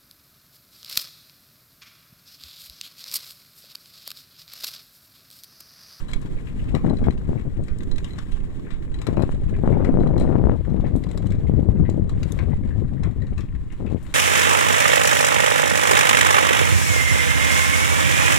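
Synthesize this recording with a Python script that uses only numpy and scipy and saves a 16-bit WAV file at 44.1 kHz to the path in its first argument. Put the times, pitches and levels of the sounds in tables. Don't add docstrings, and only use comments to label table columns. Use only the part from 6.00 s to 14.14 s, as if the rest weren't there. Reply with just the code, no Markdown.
import sys
import numpy as np
from scipy import signal
from scipy.fft import rfft, irfft
from scipy.io import wavfile
from scipy.ndimage import uniform_filter1d, map_coordinates

SR = 44100
rng = np.random.default_rng(int(sys.argv[2]) if len(sys.argv) > 2 else 0)


def log_audio(samples):
    frames = np.atleast_2d(samples).T
    limited = np.clip(frames, -1, 1)
    pcm = np.round(limited * 32767).astype(np.int16)
    wavfile.write(sys.argv[1], SR, pcm)


N = 358974
TIME, FREQ = np.arange(N) / SR, np.fft.rfftfreq(N, 1 / SR)

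# f/Hz, left/dB, right/dB
PORT_TONE = [(150, -17.5, -35), (586, 1, -18.5), (890, -2, -5.5), (1056, 3.5, -4.5), (1393, -3.5, -13.5),
             (1730, 0, -13.5), (2190, -2, -11.5), (2450, -5, -20), (3880, -7, -21), (4600, -14.5, -27),
             (6300, -17, -30.5), (7280, -9.5, -23.5), (8360, -12.5, -43), (9300, -18.5, -29),
             (10700, -21.5, -44.5), (12000, -17.5, -46), (13600, -38, -40), (14900, -26.5, -46),
             (16000, -38, -44.5)]
# f/Hz, level/dB, time to fade by 60 dB/s
METAL_NOTES = [(1960, -8, 0.035), (3200, -3, .014), (4020, 2, 0.046), (4900, -9, .025), (6200, -8, .025),
               (8200, -7, .02)]
# t/s, head start/s
RIGHT_LEAD = [(0, .00018), (3.2, .00013), (4.8, 0)]
# t/s, level/dB
RUSTLE_LEVEL = [(0, -47.5), (.06, -54), (.5, -57), (1.05, -58), (1.4, -61.5), (2.25, -55.5), (2.9, -64),
                (3.1, -58.5), (4.6, -63.5), (5.2, -60.5), (5.5, -63), (6.05, -67.5), (6.37, -53),
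                (6.55, -64.5), (7.6, -65), (8.0, -60), (8.09, -57)]
# t/s, level/dB, centre f/Hz
CLEAR_CREAKS = [(.367, -46, 2010), (0.469, -43, 2449), (0.593, -45.5, 2400), (.682, -47, 2483),
                (1.375, -47, 2205), (2.665, -45.5, 1889), (3.537, -42.5, 2097), (3.72, -43, 1980),
                (4.648, -56, 1700), (4.845, -43.5, 1902), (5.468, -48.5, 2395), (5.851, -43, 1897),
                (6.518, -48, 2048), (6.634, -49.5, 2007), (6.705, -45.5, 1695), (6.968, -50.5, 1750),
                (7.701, -48.5, 2108), (7.864, -44.5, 2676)]
# t/s, level/dB, brightness/dB, tail/dB, ring/dB
CLICK_HITS = [(0.084, -44, -4, 12, -52), (0.114, -48, -7, -15, -57), (0.134, -36, -10.5, -14, -47),
              (0.216, -58, 17, -14, -73), (0.7494, -37.5, -18, -3.5, -44.5), (0.898, -55, -9, -12, -46),
              (0.97, -60, -10, -8, -49), (1.04, -45.5, -24, 1, -60), (1.107, -49, -18, -15, -47.5),
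              (1.177, -52.5, -25, -23, -72), (1.638, -56, 20, -4, -63), (1.6822, -47.5, -17, -2, -65),
              (1.786, -53.5, 16, -11, -74), (1.806, -52, -15, -21, -61), (1.833, -51, -2, -25, -66),
              (1.914, -47.5, -10, -6, -45), (1.959, -50.5, -4, -12, -52), (1.982, -42, -11.5, -14, -52),
              (2.044, -39, -8, -4, -63), (2.107, -62, -17, -12, -49), (2.134, -55.5, 10, -16, -53),
              (2.186, -40.5, -10, -4, -63), (2.319, -43.5, -5, 8, -51), (2.705, -43, -14.5, 13, -74),
              (2.9425, -48, -5, 0, -44.5), (2.988, -52, -13, -5, -55), (3.016, -41, -8, -6, -47),
              (3.068, -34, -17, -7.5, -43), (3.168, -45.5, -17, 1, -58), (3.2, -62, -12, -10, -52),
              (3.222, -41, -10, -3, -52), (3.847, -40, -19, -3.5, -60), (4.002, -56, -14.5, -18, -52.5),
              (4.027, -59, -8, -17, -57), (4.073, -55, -13, -20, -53), (4.18, -46, -3, -21, -50),
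              (4.198, -40.5, 7, 3, -63), (4.208, -48, -13, -5, -55), (4.698, -62, -10, -7, -68),
              (4.807, -53, -9, -1, -76), (4.866, -52.5, -13, 9, -61), (4.962, -51.5, 27, -2, -72),
              (5.0373, -47.5, -9, -24, -51.5), (5.089, -54, -8, -18, -58), (5.113, -47.5, 0, -31, -54),
              (5.1751, -40.5, -8, -11.5, -51), (5.268, -49, 4, -5, -58), (5.305, -52, -5, -18, -68),
              (5.32, -45.5, -6.5, -2, -70), (5.898, -47.5, 7, -4, -56), (6.094, -45, -9, -0.5, -53),
              (6.231, -40.5, -9, -11.5, -70), (6.321, -43, 24, -20, -69), (6.3887, -42, -21.5, -2, -69),
              (7.034, -42, -16.5, -2, -52), (7.22, -53, -14, 2, -59), (7.268, -56, -16, -9, -75.5),
              (7.379, -43.5, -8, 3.5, -51.5), (7.391, -58, 8, -4, -69), (7.407, -48.5, -3, -2, -62),
              (7.7229, -49, -8, 0, -64), (8.0286, -60, 50, 3.5, -81)]
# t/s, level/dB
SHELTERED_LEVEL = [(0, -37.5), (.26, -35), (.5, -33), (1.05, -28), (1.55, -38), (1.87, -28.5), (2.3, -38.5),
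                   (2.62, -32.5), (3.45, -38), (3.78, -29), (4.2, -27.5), (4.6, -39), (5.55, -30.5),
                   (6.3, -36.5), (7.1, -39.5), (7.6, -43.5), (8.14, -41.5)]
# f/Hz, level/dB
RUMBLE_TONE = [(5, 5), (18, 7), (40, -6.5), (65, -6.5), (110, -16.5), (200, -19), (400, -38.5), (1000, -55),
               (4000, -100)]
# f/Hz, level/dB
RUSH_TONE = [(40, -21), (110, -0.5), (190, 0.5), (310, -3), (410, -7.5), (500, -14), (620, -26), (800, -33),
             (1500, -67.5), (4000, -86.5)]
# t/s, level/dB, eddy rate/Hz
STEADY_WIND = [(0, -35.5, 119.4), (.25, -29.5, 221.4), (.45, -31, 159.2), (.7, -25, 169.1),
               (1.15, -26.5, 160.2), (1.7, -30, 149.2), (2.15, -32, 160), (2.9, -31.5, 180.4),
               (3.3, -25, 200.1), (3.6, -22, 189.4), (4.62, -22, 190.3), (5.15, -21, 206.1),
               (5.7, -16.5, 170.2), (6.15, -20.5, 185.2), (7.05, -17.5, 145), (7.7, -27.5, 129.9),
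               (8.14, -32.5, 160.3)]
# start t/s, length/s, level/dB, eddy rate/Hz
WIND_GUSTS = [(0.522, 0.082, -24, 119.4), (0.73, 0.027, -14, 330), (0.831, 0.1, -16, 344.6),
              (0.975, 0.081, -22, 260.3), (1.058, 0.024, -13.5, 347.4), (1.269, 0.11, -21, 232.3),
              (1.439, 0.032, -18, 210.4), (1.566, 0.053, -18.5, 192.2), (3.058, 0.09, -22, 309),
              (3.16, 0.07, -16.5, 386.8), (3.479, 0.038, -22.5, 200.8), (3.624, 0.33, -16.5, 350.7),
              (3.962, 0.2, -15, 289.5), (4.161, .38, -16.5, 385.9), (4.68, 0.19, -18.5, 235.1),
              (4.89, 0.082, -16, 195), (5.228, 0.062, -18.5, 157.3), (5.478, 0.11, -14.5, 144.8),
              (5.671, 0.032, -8, 169.3), (5.765, 0.08, -8.5, 128.8), (5.979, 0.056, -15.5, 145.1),
              (6.478, 0.05, -15.5, 157), (6.794, 0.085, -18, 129.7), (7.008, 0.078, -21, 140.7),
              (7.185, 0.044, -22.5, 149.2), (7.301, 0.026, -19.5, 150.4), (7.377, 0.037, -22, 127),
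              (7.531, 0.032, -20.5, 130.7), (7.787, 0.18, -23, 275.1)]
# t/s, depth/dB
WIND_LULLS = [(4.64, -11), (5.121, -6.5), (6.1, -9), (6.57, -8.5), (6.89, -13), (7.15, -12), (7.47, -16),
              (7.754, -21)]
# t/s, depth/dB, drop time/s
HARD_EDDIES = [(0.7446, -2.5, 0.00039), (0.863, -2, 0.00058), (1.0701, -5, 0.00027), (1.0851, 1, 0.00022),
               (1.3318, -12, 0.00024), (3.1804, -1.5, 0.00038), (3.1948, -3, 0.00024),
               (3.236, 0.5, 0.00038), (3.2929, -11, 0.00015), (3.637, -1.5, 0.00033), (3.6765, 0.5, .00022),
               (3.9418, -2.5, 0.00029), (3.9723, -3, 0.00021), (3.989, 1.5, 0.00043), (4.0086, -3, 0.00033),
               (4.1102, -5.5, 0.00029), (4.166, -2.5, 0.00027), (4.2527, -5, .00026), (4.303, -4, 0.00027),
               (4.3554, 3, .00036), (4.4401, -2, 0.00026), (4.4709, 0.5, 0.00028), (4.4965, -0.5, 0.00019),
               (4.682, -7, 0.00045), (4.7446, -3, 0.00045), (4.9543, -0.5, 0.00048), (5.2456, -12, .00034),
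               (5.497, 0.5, 0.0005), (5.538, 1.5, 0.00077), (5.6883, -1.5, 0.00047), (5.8923, -2, 0.00036),
               (5.9974, 0, .0008), (7.926, -3.5, 0.00058), (7.947, -1.5, 0.00057)]


def gain_of(db):
    return 10 ** (np.asarray(db) / 20)


def evened(x):
    return x / np.sqrt(np.mean(x ** 2) + 1e-20)


def follow(rows):
    times, *columns = np.transpose(rows)
    return [np.interp(TIME, times, column) for column in columns]


def tone_gains(rows):
    hz, *columns = np.transpose(rows)
    return np.array([gain_of(np.interp(np.log(FREQ + 1), np.log(hz + 1), db)) for db in columns])


def noise(shape):
    return evened(irfft(rfft(rng.standard_normal(N)) * shape, N))


def waver(rate_hz):
    return noise(1 / (1 + (FREQ / rate_hz) ** 4))


def add(mix, start_s, sound):
    part = mix[max(round(start_s * SR), 0):][:len(sound)]
    part += sound[:len(part)]


def upturn():
    return np.interp(TIME, [4.5, 5.3], [0, 1])


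def metal_ring(t, detune=1, uneven_db=0):
    chances = rng.uniform(-1, 1, len(METAL_NOTES))
    return sum(gain_of(db + uneven_db * chance - 60 * t / fade_s) * np.cos(2 * np.pi * hz * detune * t)
               for (hz, db, fade_s), chance in zip(METAL_NOTES, chances))


def through_ports(sound, metal_db=-57):
    t = np.arange(4096) / SR
    left = sound + gain_of(metal_db) * signal.oaconvolve(sound, metal_ring(t))[:N]
    echoes = rng.standard_normal(len(t)) * np.exp(-t / 0.025)
    scattered = signal.oaconvolve(left, echoes / np.linalg.norm(echoes))[:N]
    lead_s, = follow(RIGHT_LEAD)
    right = .69 * np.interp(TIME + lead_s, TIME, left) + .72 * scattered
    return irfft(rfft(np.array([left, right])) * tone_gains(PORT_TONE), N)


def outdoor_hiss(air_db=-57, top_hz=2400, hiss_db=-75):
    swell = 1 + .3 * np.tanh(waver(10))
    air = noise(1 / (1 + (FREQ / top_hz) ** 4)) * gain_of(air_db) * swell
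    return through_ports(air) + gain_of(hiss_db) * rng.standard_normal((2, N))


def rustle(ticks_per_s=170, spread_db=7, tick_s=0.0046, ticks_db=10, rub_db=13):
    level_db, = follow(RUSTLE_LEVEL)
    sizes = gain_of(spread_db * np.minimum(rng.exponential(1, N), 3.5))
    kicks = sizes * (rng.random(N) < ticks_per_s / SR)
    power = signal.lfilter([1], [1, -np.exp(-1 / (tick_s * SR))], kicks ** 2)
    ticks = evened(np.sqrt(power) * noise(1 / np.hypot(1, FREQ / 6000)))
    rub = rng.standard_normal(N) * gain_of(-2.5 * waver(23))
    return through_ports(gain_of(level_db) * (gain_of(ticks_db) * ticks + gain_of(rub_db) * rub))


def scuff(centre_hz, fade_s, width=0.27, rise_s=0.002):
    t, hz = np.arange(8192) / SR, np.fft.rfftfreq(8192, 1 / SR)
    band = 1 / (1 + (np.log((hz + 1) / centre_hz) / width) ** 2)
    peaks = gain_of(3 * evened(uniform_filter1d(rng.standard_normal(len(hz)), size=50)))
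    slips = np.cumsum(np.repeat(rng.uniform(30, 120, 32), 256)) / SR
    friction = np.exp(-1.5 * (slips % 1)) * rng.standard_normal(len(t))
    stroke = evened(irfft(rfft(friction) * band * peaks))
    return stroke * (1 - np.exp(-t / rise_s)) * np.exp(-t / fade_s)


def scuffs_and_creaks(count=240, scuffs_db=-61, spread_db=13, centre_hz=1950, creak_trim_db=5):
    out = np.zeros(N)
    for slot, (offset, size, pitch, length) in enumerate(rng.uniform(-0.99, 1, (count, 4))):
        stroke = scuff(centre_hz * np.exp(0.27 * pitch), fade_s=0.0052 * 2 ** length)
        add(out, (slot + offset) / count * N / SR, gain_of(spread_db * size) * stroke)
    out = gain_of(scuffs_db) * evened(out)
    for start_s, creak_db, hz in CLEAR_CREAKS:
        add(out, start_s, gain_of(creak_db + creak_trim_db) * scuff(hz, fade_s=0.028))
    return through_ports(out)


def clicks(snap_s=0.0053, tail_s=0.034, tail_top_hz=3200, knock_trim_db=15, ping_trim_db=17):
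    out, t, hz = np.zeros(N), np.arange(8192) / SR, np.fft.rfftfreq(8192, 1 / SR)

    def boost(db, centre_hz, narrowness):
        return gain_of(db * np.exp(-(narrowness * np.log2((hz + 1) / centre_hz)) ** 2))

    bite, hollow, woody = boost(5, 5200, 2), boost(4, 1140, 6), boost(4, 2200, 2)
    band = hz / np.hypot(hz, 1000) / np.hypot(1, (hz / 11000) ** 2)
    octaves = np.log2(np.clip(hz, 1200, 12000) / 3800)
    age = np.maximum(t - .005, 0)
    attack = 1 - np.exp(-age / 0.00071)
    ping_attack = 1 - np.exp(-age / 0.00063)
    for start_s, level_db, bright_db, tail_db, ring_db in CLICK_HITS:
        hardness_db = bright_db + 10
        snap = attack * np.exp(-age / snap_s * gain_of(0.24 * max(hardness_db, 0)))
        tail = attack * gain_of(tail_db - 5) * np.exp(-age / tail_s)
        strength = np.sqrt(np.mean((snap ** 2 + tail ** 2)[age > 0][:SR // 100]))
        snap_noise, tail_noise, chance = rng.standard_normal((3, len(t)))
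        ripple = uniform_filter1d(uniform_filter1d(chance[:len(hz)], size=70), size=40)
        peaks = evened(gain_of(3.6 * evened(ripple)))
        spectrum = rfft(snap * snap_noise) * bite
        spectrum += rfft(tail * tail_noise) * hollow / np.hypot(1, hz / tail_top_hz)
        if hardness_db < 0:
            spectrum *= woody
        tilt = gain_of(0.3 * hardness_db * octaves)
        knock = irfft(spectrum * peaks * band * tilt) / strength
        ping = ping_attack * metal_ring(age, detune=1 + chance[-1] / 180, uneven_db=3)
        click = gain_of(level_db + knock_trim_db) * knock + gain_of(ring_db + ping_trim_db) * ping
        add(out, start_s - .0055, click)
    return through_ports(out)


def sheltered_wind(lumpy_db=3.5, flutter_db=2.06):
    wind_db, = follow(SHELTERED_LEVEL)
    rumble = evened(noise(tone_gains(RUMBLE_TONE)[0]) * gain_of(lumpy_db * waver(10)))
    rush = evened(noise(tone_gains(RUSH_TONE)[0]) * gain_of(flutter_db * waver(33)))
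    return gain_of(0.38 * wind_db - 11 - 2 * upturn()) * rumble + gain_of(wind_db - 2.5) * rush


def wind(rise_s=.016, fall_s=.018, lull_s=0.015):
    breeze_db, breeze_hz = follow(STEADY_WIND)
    power = gain_of(breeze_db) ** 2
    weighted_hz = power * breeze_hz
    for start_s, length_s, level_db, eddy_hz in WIND_GUSTS:
        rise = np.clip((TIME - start_s) / rise_s, 0, 1)
        fall = np.exp(-np.clip((TIME - start_s - length_s) / fall_s, 0, 20))
        gust = (gain_of(level_db) * rise * fall) ** 2
        power += gust
        weighted_hz += gust * eddy_hz
    lull_db = sum(depth_db * np.exp(-((TIME - at_s) / lull_s) ** 2) for at_s, depth_db in WIND_LULLS)
    return 10 * np.log10(power) + lull_db, weighted_hz / power


def rasp(trim_db=-30, onset_hz=330, centre_hz=1550, width=0.24, tear_db=15.5):
    level_db, eddy_hz = wind()
    band = np.exp(-(np.log((FREQ + 1) / centre_hz) / width) ** 2 / 2)
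    hiss = noise(band / np.hypot(1, (FREQ / centre_hz) ** 2))
    tearing = evened(hiss * gain_of(tear_db * waver(160)))
    return gain_of(level_db + trim_db) / np.hypot(1, (onset_hz / eddy_hz) ** 6) * tearing


def deep_rumble(trim_db=-6.5, centre_hz=50, width=0.92, lumpy_db=3, upturn_db=-3.5):
    level_db, eddy_hz = wind()
    speed_db = 5 * np.log2(eddy_hz / np.median(eddy_hz))
    push_db = uniform_filter1d(level_db + speed_db, size=SR)
    band = np.exp(-(np.log((FREQ + 1) / centre_hz) / width) ** 2)
    rumble = evened(noise(band) * gain_of(lumpy_db * waver(26)))
    return gain_of(push_db + trim_db + upturn_db * upturn()) * rumble


def throb(trim_db=-5, breakup_hz=240, thump_hz=84, lumpy_db=3):
    level_db, eddy_hz = wind()
    cycles = np.cumsum(thump_hz * np.exp(.2 * waver(25))) / SR
    dips = -np.exp(1.3 * np.cos(2 * np.pi * cycles))
    thumps = evened((dips - dips.mean()) * gain_of(lumpy_db * waver(9)))
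    return gain_of(level_db + trim_db) * upturn() * thumps / np.hypot(1, (eddy_hz / breakup_hz) ** 4)


def with_pops(air, crest=0.35, build_s=0.0011, recover_s=0.002):
    pops, swept = np.zeros((2, N))
    t = (np.arange(1024) - 512) / SR
    rebound = np.exp(-(t / (2 * recover_s) - 1) ** 2)
    for at_s, depth_db, drop_s in HARD_EDDIES:
        fallen = (1 + np.tanh(t / drop_s)) / 2
        push = crest * (1 - fallen) * np.exp(-(t / build_s) ** 2)
        pulse = push - fallen * np.exp(-(t / recover_s) ** 2)
        pulse -= rebound * pulse.sum() / rebound.sum()
        add(pops, at_s + t[0], gain_of(depth_db) * pulse)
        add(swept, at_s + t[0], np.exp(-(t / (2 * recover_s)) ** 2))
    return air / (1 + 2 * swept) + pops


def eddy_field(base_hz, slope=1.483, burstiness=0.44):
    fineness = FREQ / base_hz
    shape = (1 + fineness ** 2) ** -slope * fineness / np.hypot(fineness, .1)
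    spectrum = rfft(rng.standard_normal(N)) * shape
    field, covered = np.zeros(N), 0
    for octave in range(6):
        passed = 1 / (1 + (fineness / 2 ** octave) ** 6)
        eddies = irfft(spectrum * (passed - covered), N)
        if octave:
            stir = waver(base_hz * 0.2) - 0.38 * np.clip(evened(field), -2.5, 2.5)
            eddies *= evened(np.exp(burstiness * stir))
        field += eddies
        covered = passed
    return field


def buffeting(base_hz=150, suction=0.17, low_hz=24, upturn_hz=50, trim_db=-0.19):
    level_db, eddy_hz = wind()
    travelled = np.cumsum(eddy_hz) / base_hz
    path = N - 1 - abs(travelled % (2 * N - 2) - (N - 1))
    pressure = evened(map_coordinates(eddy_field(base_hz), [path], order=3, mode="mirror"))
    local_power = uniform_filter1d(uniform_filter1d(pressure ** 2, size=2200), size=2200)
    pressure /= (local_power + 1e-6) ** 0.11
    pressure -= suction * pressure ** 2
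    low_cut = signal.butter(1, low_hz, "high", fs=SR, output="sos")
    pressure = signal.sosfilt(low_cut, pressure - pressure.mean())
    thinned = signal.sosfilt(signal.butter(1, upturn_hz, "high", fs=SR, output="sos"), pressure)
    return gain_of(level_db + trim_db) * evened(pressure + upturn() * (thinned - pressure))


def scene():
    left = with_pops(buffeting() + deep_rumble() + throb() + rasp())
    right = sheltered_wind()
    return np.array([left, right]) + clicks() + rustle() + scuffs_and_creaks() + outdoor_hiss()


def record(dry):
    ceiling, top_hz = .86, 15800
    rounded = dry / (1 + (dry / ceiling) ** 6) ** (1 / 6)
    treble_cut = signal.firwin(511, top_hz, window=("kaiser", 9), fs=SR)
    return signal.oaconvolve(rounded, treble_cut[None], "same", axes=1)


dry = scene()
out = record(dry)
log_audio(out)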